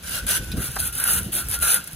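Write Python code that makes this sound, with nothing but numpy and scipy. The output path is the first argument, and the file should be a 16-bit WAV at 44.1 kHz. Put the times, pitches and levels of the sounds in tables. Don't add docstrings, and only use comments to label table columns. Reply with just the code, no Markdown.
import sys
import numpy as np
from scipy import signal
from scipy.fft import rfft, irfft, next_fast_len
from scipy.io import wavfile
from scipy.ndimage import uniform_filter1d, map_coordinates

SR = 44100
rng = np.random.default_rng(int(sys.argv[2]) if len(sys.argv) > 2 else 0)


def linear_from_db(decibels):
    return 10 ** (np.asarray(decibels, float) / 20)


def output_pcm(signal):
    pcm = np.clip(np.atleast_2d(signal).T, -1, 1) * 32767
    wavfile.write(sys.argv[1], SR, np.round(pcm).astype(np.int16))


N = 85995

# (frequency [Hz], share [0-1])
RIM_LIKENESS = [(3800, 1), (4400, .3), (5200, .15), (6000, 1)]
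TREBLE_HZ, LAG_EASES_HZ = 8400, 15000


def unit(x):
    return x / np.sqrt(np.mean(x ** 2) + 1e-20)


def along(points, hz):
    f, v = np.transpose(points)
    return np.interp(np.log(hz + 1), np.log(f + 1), v)


def wobble(rate_hz):
    return map_coordinates(rng.standard_normal(400), [np.arange(N) * rate_hz / SR])


def filtered(x, response):
    m = next_fast_len(N + SR // 2)
    return irfft(rfft(x, m) * response(np.fft.rfftfreq(m, 1 / SR)), m)[..., :N]


def even_power(colour):
    rms = np.sqrt(np.mean(np.abs(colour(np.fft.rfftfreq(N, 1 / SR))) ** 2))
    return lambda hz: colour(hz) / rms


def decays(kicks, tau_s):
    return signal.lfilter([1], [1, -np.exp(-1 / (tau_s * SR))], kicks)


def ports(pair, likeness_kept):
    # (frequency [Hz], correlation [-1 to 1])
    alike = [(300, .9), (700, .55), (1400, .93), (2300, -.35), (3300, .58), (4300, .4), (5300, .7),
             (6800, .35)]
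    # (frequency [Hz], lead [rad])
    phase_lead = [(1800, 0), (4000, -.2), (4600, -2.8), (5750, -3.3), (6000, -6.1), (6500, -6.7),
                  (7500, -9.3), (8550, -9.42)]
    port_lag_s, lag_left = .000308, .7

    def response(hz):
        treble_alike = .88 / (1 + (TREBLE_HZ / (hz + 1)) ** 16) - (hz < 3000)
        likeness = np.maximum(along(alike, hz) * along(likeness_kept, hz), treble_alike)
        u = np.arccos(np.clip(likeness, -1, 1)) / 2
        lagging_hz = np.maximum(hz - phase_lead[-1][0], 0)
        lagging_hz = lagging_hz - (1 - lag_left) * np.maximum(hz - LAG_EASES_HZ, 0)
        lead = along(phase_lead, hz) + 2 * np.pi * port_lag_s * lagging_hz
        mix = np.array([[np.cos(u), np.sin(u)], [np.cos(u), -np.sin(u)]])
        return mix * np.exp([[-.5j * lead], [.5j * lead]])

    return filtered(pair[None], response).sum(axis=1)


def outdoors():
    # (frequency [Hz], level [dB per Hz])
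    air = [(30, -45), (100, -8), (155, 6.5), (230, -5.5), (1000, -12.5), (3000, -10.5), (8000, -17),
           (16000, -16)]
    murmur = filtered(rng.standard_normal((2, N)), lambda hz: linear_from_db(along(air, hz)))
    return linear_from_db(-44.5) * ports(unit(murmur), RIM_LIKENESS)


def wind():
    # (frequency [Hz], level [dB per Hz])
    push = [(20, -19), (35, -11), (50, 10), (110, 2), (200, -11), (400, -43)]
    # (frequency [Hz], level [dB per Hz])
    flap = [(60, -15), (130, 4), (200, 1), (350, -7.5), (700, -21), (1500, -73)]
    # (time [s], half width [s], low push [dB], flapping [dB])
    puffs = [(.07, 0.033, -42, -52), (.14, 0.047, -39.5, -47), (.25, 0.023, -30.5, -39.5),
             (.34, 0.061, -38.5, -42.5), (0.417, 0.025, -34, -37.5), (0.503, 0.026, -29.5, -38.5),
             (0.546, 0.0081, -26.5, -27), (0.584, 0.02, -27, -27.5), (.62, 0.027, -34.5, -37),
             (0.699, 0.01, -31, -45), (0.821, 0.079, -36.5, -44.5), (.96, 0.026, -42, -46),
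             (1.07, 0.057, -42, -42.5), (1.182, 0.043, -32.5, -39), (1.211, .008, -52, -33.5),
             (1.228, .006, -35, -44), (1.259, 0.012, -49, -30), (1.275, 0.013, -32.5, -47),
             (1.294, 0.0073, -40, -31.5), (1.31, 0.0066, -39, -59), (1.37, 0.052, -45, -41.5),
             (1.475, 0.028, -32, -46.5), (1.53, 0.034, -41, -48), (1.61, 0.041, -33.5, -47.5),
             (1.78, 0.042, -48, -45), (1.95, 0.01, -36, -44)]
    breeze_db, side_db, lump_db = -54.5, -15, 1.4
    even = int(0.025 * SR)
    t = np.arange(N) / SR
    s, width, push_db, flap_db = np.transpose(puffs)[..., None]
    bells = np.exp(-((t - s) / width) ** 2)
    out = 0
    for colour, db in [(push, push_db), (flap, flap_db)]:
        mid, side = filtered(rng.standard_normal((2, N)), lambda hz: linear_from_db(along(colour, hz)))
        power = uniform_filter1d(uniform_filter1d(mid ** 2, even), even)
        mid = mid / np.sqrt(np.abs(power))
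        gain = np.sqrt((linear_from_db(2 * db) * bells).sum(axis=0) + linear_from_db(2 * breeze_db))
        gain = gain * linear_from_db(lump_db * wobble(40.15))
        out = out + gain * (unit(mid) + linear_from_db(side_db) * unit(side) * np.array([[1], [-1]]))
    return out


def knocks(hits, modes):
    rattle_db, rattle_s, rise_s = -16, 0.0067, 0.00021
    out, t = np.zeros((2, N + SR)), np.arange(SR // 8) / SR
    for s, db in hits:
        chances = rng.normal(size=(len(modes), 2, 2, 1))
        for (level, turn), (hz, mode_db, t60) in zip(chances, modes):
            chatter = linear_from_db(rattle_db) * np.exp(-t / rattle_s) * rng.standard_normal(len(t))
            ring = linear_from_db(-60 * t / min(t60, .05)) * np.sin(2 * np.pi * hz * t + 0.58 * turn)
            ring = ring * (1 - np.exp(-t / rise_s))
            rattle = signal.fftconvolve(ring, chatter[None], axes=1)[:, :len(t)]
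            rattle = rattle / np.sqrt(rattle_s * SR)
            out[:, round(s * SR):][:, :len(t)] += linear_from_db(db + mode_db + 2 * level) * (ring + rattle)
    return out[:, :N]


def rod_clink():
    # (time [s], level [dB])
    hits = [
        (.5165, -31),
        (.519, -35.5),
        (.5215, -33),
        (.526, -32),
        (.53, -39),
    ]
    # (frequency [Hz], level [dB], time to fall 60 dB [s], held to .05 at most)
    modes = [(2506, -6.5, 0.17), (3625, -4.5, 0.058), (3930, 1, 0.036), (4900, -4, 0.024),
             (5400, -2, 0.018)]
    return knocks(hits, modes)


def rod_thud():
    # (time [s], level [dB])
    hits = [
        (.7635, -27.5),
        (.768, -22),
        (.773, -27),
    ]
    # (frequency [Hz], level [dB], time to fall 60 dB [s])
    modes = [(800, -4, 0.025), (945, -3, 0.0098), (610, -21, 0.0088), (1197, 3, 0.015), (1270, -6.5, 0.035),
             (1500, -4, 0.026), (1580, -5, 0.018), (504, -21, 0.045)]
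    return knocks(hits, modes)


def effort():
    # (start [s], length [s], first level [dB], last level [dB], wall over bristles [dB])
    strokes = [(0.03, 0.16, -41.5, -31, 5.5), (0.263, 0.11, -29.5, -25.5, 4),
               (0.384, 0.06, -58, -41.5, 8.5), (0.565, 0.12, -34.5, -32.5, 1.5),
               (0.69, 0.21, -39.5, -41, 0), (0.757, 0.022, -36, -45, 7.5), (0.783, 0.097, -29.5, -29.5, -1),
               (0.923, 0.18, -35, -28, 1), (1.046, 0.15, -25, -25, -1.5), (1.217, 0.062, -40, -46.5, -3.5),
               (1.317, 0.092, -29, -23, -1), (1.413, 0.072, -40, -48, 2), (1.485, 0.07, -36.5, -24.5, 1.5),
               (1.602, 0.032, -36.5, -24.5, -1.5), (1.619, 0.15, -21, -22.5, 0.5)]
    attack_s, release_s, arch_db = 0.0067, 0.016, 4
    flue_builds_db = 4.5
    t = np.arange(N) / SR
    creep = linear_from_db(2.192 * (-43 + 1.5 * wobble(25))) * np.clip(t / .06, .02, 1) ** 2
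    tips, wall = creep.copy(), creep * linear_from_db(2 * 7)
    build = wall.copy()
    for s, length, first_db, last_db, wall_db in strokes:
        u = np.clip((t - s) / length, 0, 1)
        edge = np.clip((t - s) / attack_s, 0, 1) * np.exp(-np.maximum(t - s - length, 0) / release_s)
        level_db = first_db + (last_db - first_db) * u + arch_db * np.sin(np.pi * u)
        power = (edge * linear_from_db(level_db)) ** 2
        tips = tips + power
        wall = wall + power * linear_from_db(2 * wall_db)
        build = build + power * linear_from_db(2 * (wall_db + flue_builds_db * (u - .5)))
    shake = linear_from_db(1 * wobble(59.88) + 1 * wobble(18))
    return np.sqrt(tips) * shake, np.sqrt(wall) * shake, np.sqrt(build) * linear_from_db(2 * wobble(12.28))


def snap_grain():
    snaps_per_s, spread_db, snap_s = 700, 2.5, 0.00078
    chance = rng.random(N)
    size = np.minimum(rng.exponential(size=N), 2)
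    snaps = unit(decays((chance < snaps_per_s / SR) * linear_from_db(spread_db * size), snap_s))
    share = np.array([[0.22], [0.11]])
    return np.sqrt(1 - share + share * snaps ** 2)


def lone_bristles():
    # (time [s], peak level [dB])
    ticks = [(0.2668, -17), (0.3087, -11), (0.5172, -26), (0.757, -19.5), (0.7654, -40), (0.8023, -10.5),
             (0.874, -21), (0.976, -23), (1.0004, -12.5), (1.039, -9.5), (1.4857, -16.5), (1.704, -8),
             (1.734, -16), (1.743, -5), (1.8412, -23), (1.875, -20.5), (1.9214, -31), (1.9315, -25.5),
             (1.9464, -37)]
    # (time [s], level [dB])
    snags = [(0.0254, -30), (0.0416, -30.0), (0.0818, -25), (0.0935, -17), (0.109, -17), (0.1721, -32),
             (0.2894, -8.5), (0.3103, -10), (0.3605, -13), (0.3756, -14), (0.4442, -27), (0.5166, -34),
             (0.523, -29), (0.5726, -38), (0.641, -17), (0.6482, -17), (0.6674, -19), (0.671, -23),
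             (0.7157, -21), (0.854, -19.5), (0.8756, -19), (0.9254, -20), (0.9523, -15.5), (0.9793, -14),
             (0.9843, -23), (1.0255, -19.0), (1.041, -7), (1.0758, -7), (1.133, -6), (1.146, -10),
             (1.1786, -28), (1.1982, -22), (1.2311, -18.5), (1.2697, -30), (1.2768, -33.5), (1.3275, -19.0),
             (1.3513, -11.5), (1.3655, -12.0), (1.4046, -26), (1.4382, -37), (1.4947, -16), (1.501, -16),
             (1.5122, -10.5), (1.54, -15.5), (1.5887, -17), (1.6004, -18), (1.6284, -12.0), (1.7176, -8),
             (1.884, -33.0), (1.9125, -28.5), (1.9315, -39), (1.9487, -31)]
    lone = np.zeros(N)
    for s, db in ticks:
        lone[round(s * SR)] = linear_from_db(db - 7.5)
    lone = decays(lone, 0.0057) + linear_from_db(-2) * decays(lone, .0007)
    snag_s, snag_db = np.transpose(snags)
    kicks = np.bincount(np.round(snag_s * SR).astype(int), linear_from_db(snag_db - 2.5), N)
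    slip = decays(kicks, 0.0017) - decays(kicks, 0.00082)
    return np.hypot(lone, 2 * np.abs(slip))


def streaky(pair):
    z = signal.stft(pair, nperseg=1024, noverlap=768)[2]
    field = uniform_filter1d(rng.standard_normal(z.shape[1:]), size=4, axis=0)
    field = uniform_filter1d(field, size=8, axis=1)
    streaks_db = 3 * unit(field)
    return unit(signal.istft(z * linear_from_db(streaks_db), nperseg=1024, noverlap=768)[1][:, :N])


def flue_resonance(column):
    # (frequency [Hz], width [Hz], level at the rim [dB], level sunk [dB])
    modes = [(1410, 70, -25, 2.5), (1415, 24, 0, -10), (1495, 11, 2, 0.5), (1533, 35, 0, 0),
             (1576, 8.5, 1.5, -2), (1610, 22, -5, -5), (1295, 41, -40, -14.5)]

    def response(f):
        total = 0
        for mode in modes:
            hz, width_hz = mode[:2]
            total = total + linear_from_db(mode[column]) * 1j * f * width_hz / (hz ** 2 - f * f + 1j * f * width_hz)
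        return total

    return even_power(response)


def flue_notes():
    # (time [s], half width [s], frequency [Hz], level [dB])
    swells = [(.18, 0.051, 1448, -43.5), (.32, 0.048, 1438, -43), (.35, 0.036, 1550, -39),
              (.48, 0.11, 1490, -51.5), (.665, 0.038, 1430, -43.5), (.66, 0.13, 1580, -63),
              (.83, 0.022, 1480, -37), (.88, 0.076, 1415, -43), (1.05, 0.013, 1590, -36),
              (1.07, 0.023, 1430, -38), (1.2, 0.036, 1403, -41.5), (1.39, 0.038, 1385, -41),
              (1.585, 0.024, 1410, -34), (1.69, 0.024, 1410, -33), (1.71, 0.021, 1495, -48),
              (1.769, 0.031, 1415, -31.5)]
    sway_db, sway_hz, wander_rad = 1.2, 35, .6
    t = np.arange(N) / SR
    out = 0
    for s, width, hz, db in swells:
        swell = linear_from_db(db + 4 + sway_db * wobble(sway_hz)) * np.exp(-((t - s) / width) ** 2)
        out = out + swell * np.sin(2 * np.pi * hz * t + wander_rad * wobble(sway_hz))
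    return out


def brush():
    # (time [s], depth [0-1])
    sinking = [
        (.45, 0),
        (.62, 1),
    ]
    # (frequency [Hz], level [dB per Hz])
    bristle_colour = [(5000, -57), (7500, -10), (8500, -4), (9800, 2.5), (11500, -0.5), (13500, -2.5),
                      (15000, -9), (16000, -11)]
    # (frequency [Hz], level [dB per Hz])
    wall_colour = [(200, -20.5), (500, -7), (1100, -13), (2000, -7.5), (2600, 0), (4200, -3.5),
                   (5600, -3.5), (8000, -2.5)]
    wall_db, wall_top_hz, flue_db = -7.5, 9100, -11.5
    scatter_loss_db = -2.5
    tips, wall, build = effort()
    tip_grain, wall_grain = snap_grain()
    lone = lone_bristles()
    deep = np.interp(np.arange(N) / SR, *np.transpose(sinking))
    bright = even_power(lambda hz: linear_from_db(along(bristle_colour, hz)))
    dull = even_power(lambda hz: linear_from_db(along(wall_colour, hz)) / (1 + (hz / wall_top_hz) ** 12))

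    tip_noise, wall_noise, rim_noise, sunk_noise = rng.standard_normal((4, 2, N))
    hiss = filtered(tip_noise * np.hypot(tips * tip_grain, lone), bright)
    drive = np.hypot(wall * wall_grain, 0.42 * lone) * linear_from_db(np.outer([0, scatter_loss_db], deep))
    wall_sound = filtered(streaky(wall_noise) * drive, dull)
    ring = filtered(rim_noise * build * np.sqrt(1 - deep), flue_resonance(2))
    ring = ring + filtered(streaky(sunk_noise) * build * np.sqrt(deep), flue_resonance(3))
    sound = hiss + linear_from_db(wall_db) * wall_sound + linear_from_db(flue_db) * ring
    return ports(sound * (1 - deep), RIM_LIKENESS) + ports(sound * deep, [(1, 1)]) + flue_notes()


def flue_echo(x):
    t60_s, top_hz = 0.28, 5100
    t = np.arange(SR // 3) / SR
    tail = rng.standard_normal(len(t)) * linear_from_db(-60 * t / t60_s)
    wet = signal.fftconvolve(x, tail[None] / np.linalg.norm(tail), axes=1)[:, :N]
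    return filtered(wet, lambda hz: 1 / (1 + 1j * hz / top_hz) ** 2)


def scene():
    metal = rod_clink() + rod_thud() + brush()
    return outdoors() + wind() + metal + linear_from_db(-12) * flue_echo(metal)


def wind_filter(hz, t):
    # (time [s], frequency [Hz])
    mono_below = [
        (1.1, 23),
        (1.28, 220),
        (1.5, 209),
        (1.58, 270),
        (1.68, 191),
        (1.95, 170),
    ]
    # (time [s], frequency [Hz])
    sweep = [
        (1.13, 120),
        (1.27, 252),
        (1.42, 312),
    ]
    corner_hz = np.interp(t, *np.transpose(mono_below))
    sweep_hz = np.interp(t, *np.transpose(sweep), left=-999, right=-999)
    ringing = 1 + linear_from_db(8) * np.exp(-((hz - sweep_hz) / 20) ** 2)
    return ringing / (1 + (corner_hz / (hz + 1)) ** 16)


def weak_parts(z, hz):
    # (frequency [Hz], threshold shift [dB])
    thrift = [(3000, 1), (7800, 1), (9000, -2), (11000, -2), (11500, 0), (12800, 0), (13100, 2.2),
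              (14000, 2.5)]
    weak_db, sway_db, busy_share = -9.5, 2.6, .7
    bands = (np.abs(z[:, :1020]) ** 2).reshape(2, 85, 12, -1).sum(axis=2)
    bands = uniform_filter1d(bands, size=4, axis=2)
    band_hz = hz[:1020:12]
    sway = uniform_filter1d(rng.standard_normal(bands.shape), size=8, axis=2)
    sway = unit(uniform_filter1d(sway, size=2, axis=1))
    busy = np.log(bands.sum(axis=(0, 1)) + 1e-12)
    sway = sway + busy_share * unit(busy - busy.mean()) * (band_hz < TREBLE_HZ)
    steadier = 1 + 2 * (band_hz > TREBLE_HZ) * (band_hz < LAG_EASES_HZ)
    limit_db = weak_db + along(thrift, band_hz) + sway_db * sway / steadier
    weak = bands < linear_from_db(2 * limit_db) * bands[::-1]
    weak = np.pad(np.repeat(weak, 12, axis=1), ((0, 0), (0, 5), (0, 0)))
    return weak & (hz > 2800)


def band_limit(x):
    return signal.sosfilt(signal.butter(12, 15800, fs=SR, output="sos"), x)


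def record(dry):
    frames = dict(nperseg=2048, noverlap=1536)
    mid_side = np.array([dry[0] + dry[1], dry[0] - dry[1]]) / 2
    hz, t, z = signal.stft(mid_side, SR, **frames)
    hz = hz[:, None]
    side_gain = wind_filter(hz, t)
    kept = z * np.where(weak_parts(z, hz), 0, 1)
    kept = kept * np.array([np.ones_like(side_gain), side_gain]) * (hz < 15790)
    mid, side = signal.istft(kept, SR, **frames)[1][:, :N]
    return band_limit(np.array([mid + side, mid - side]))


dry = scene()
out = record(dry)
output_pcm(out)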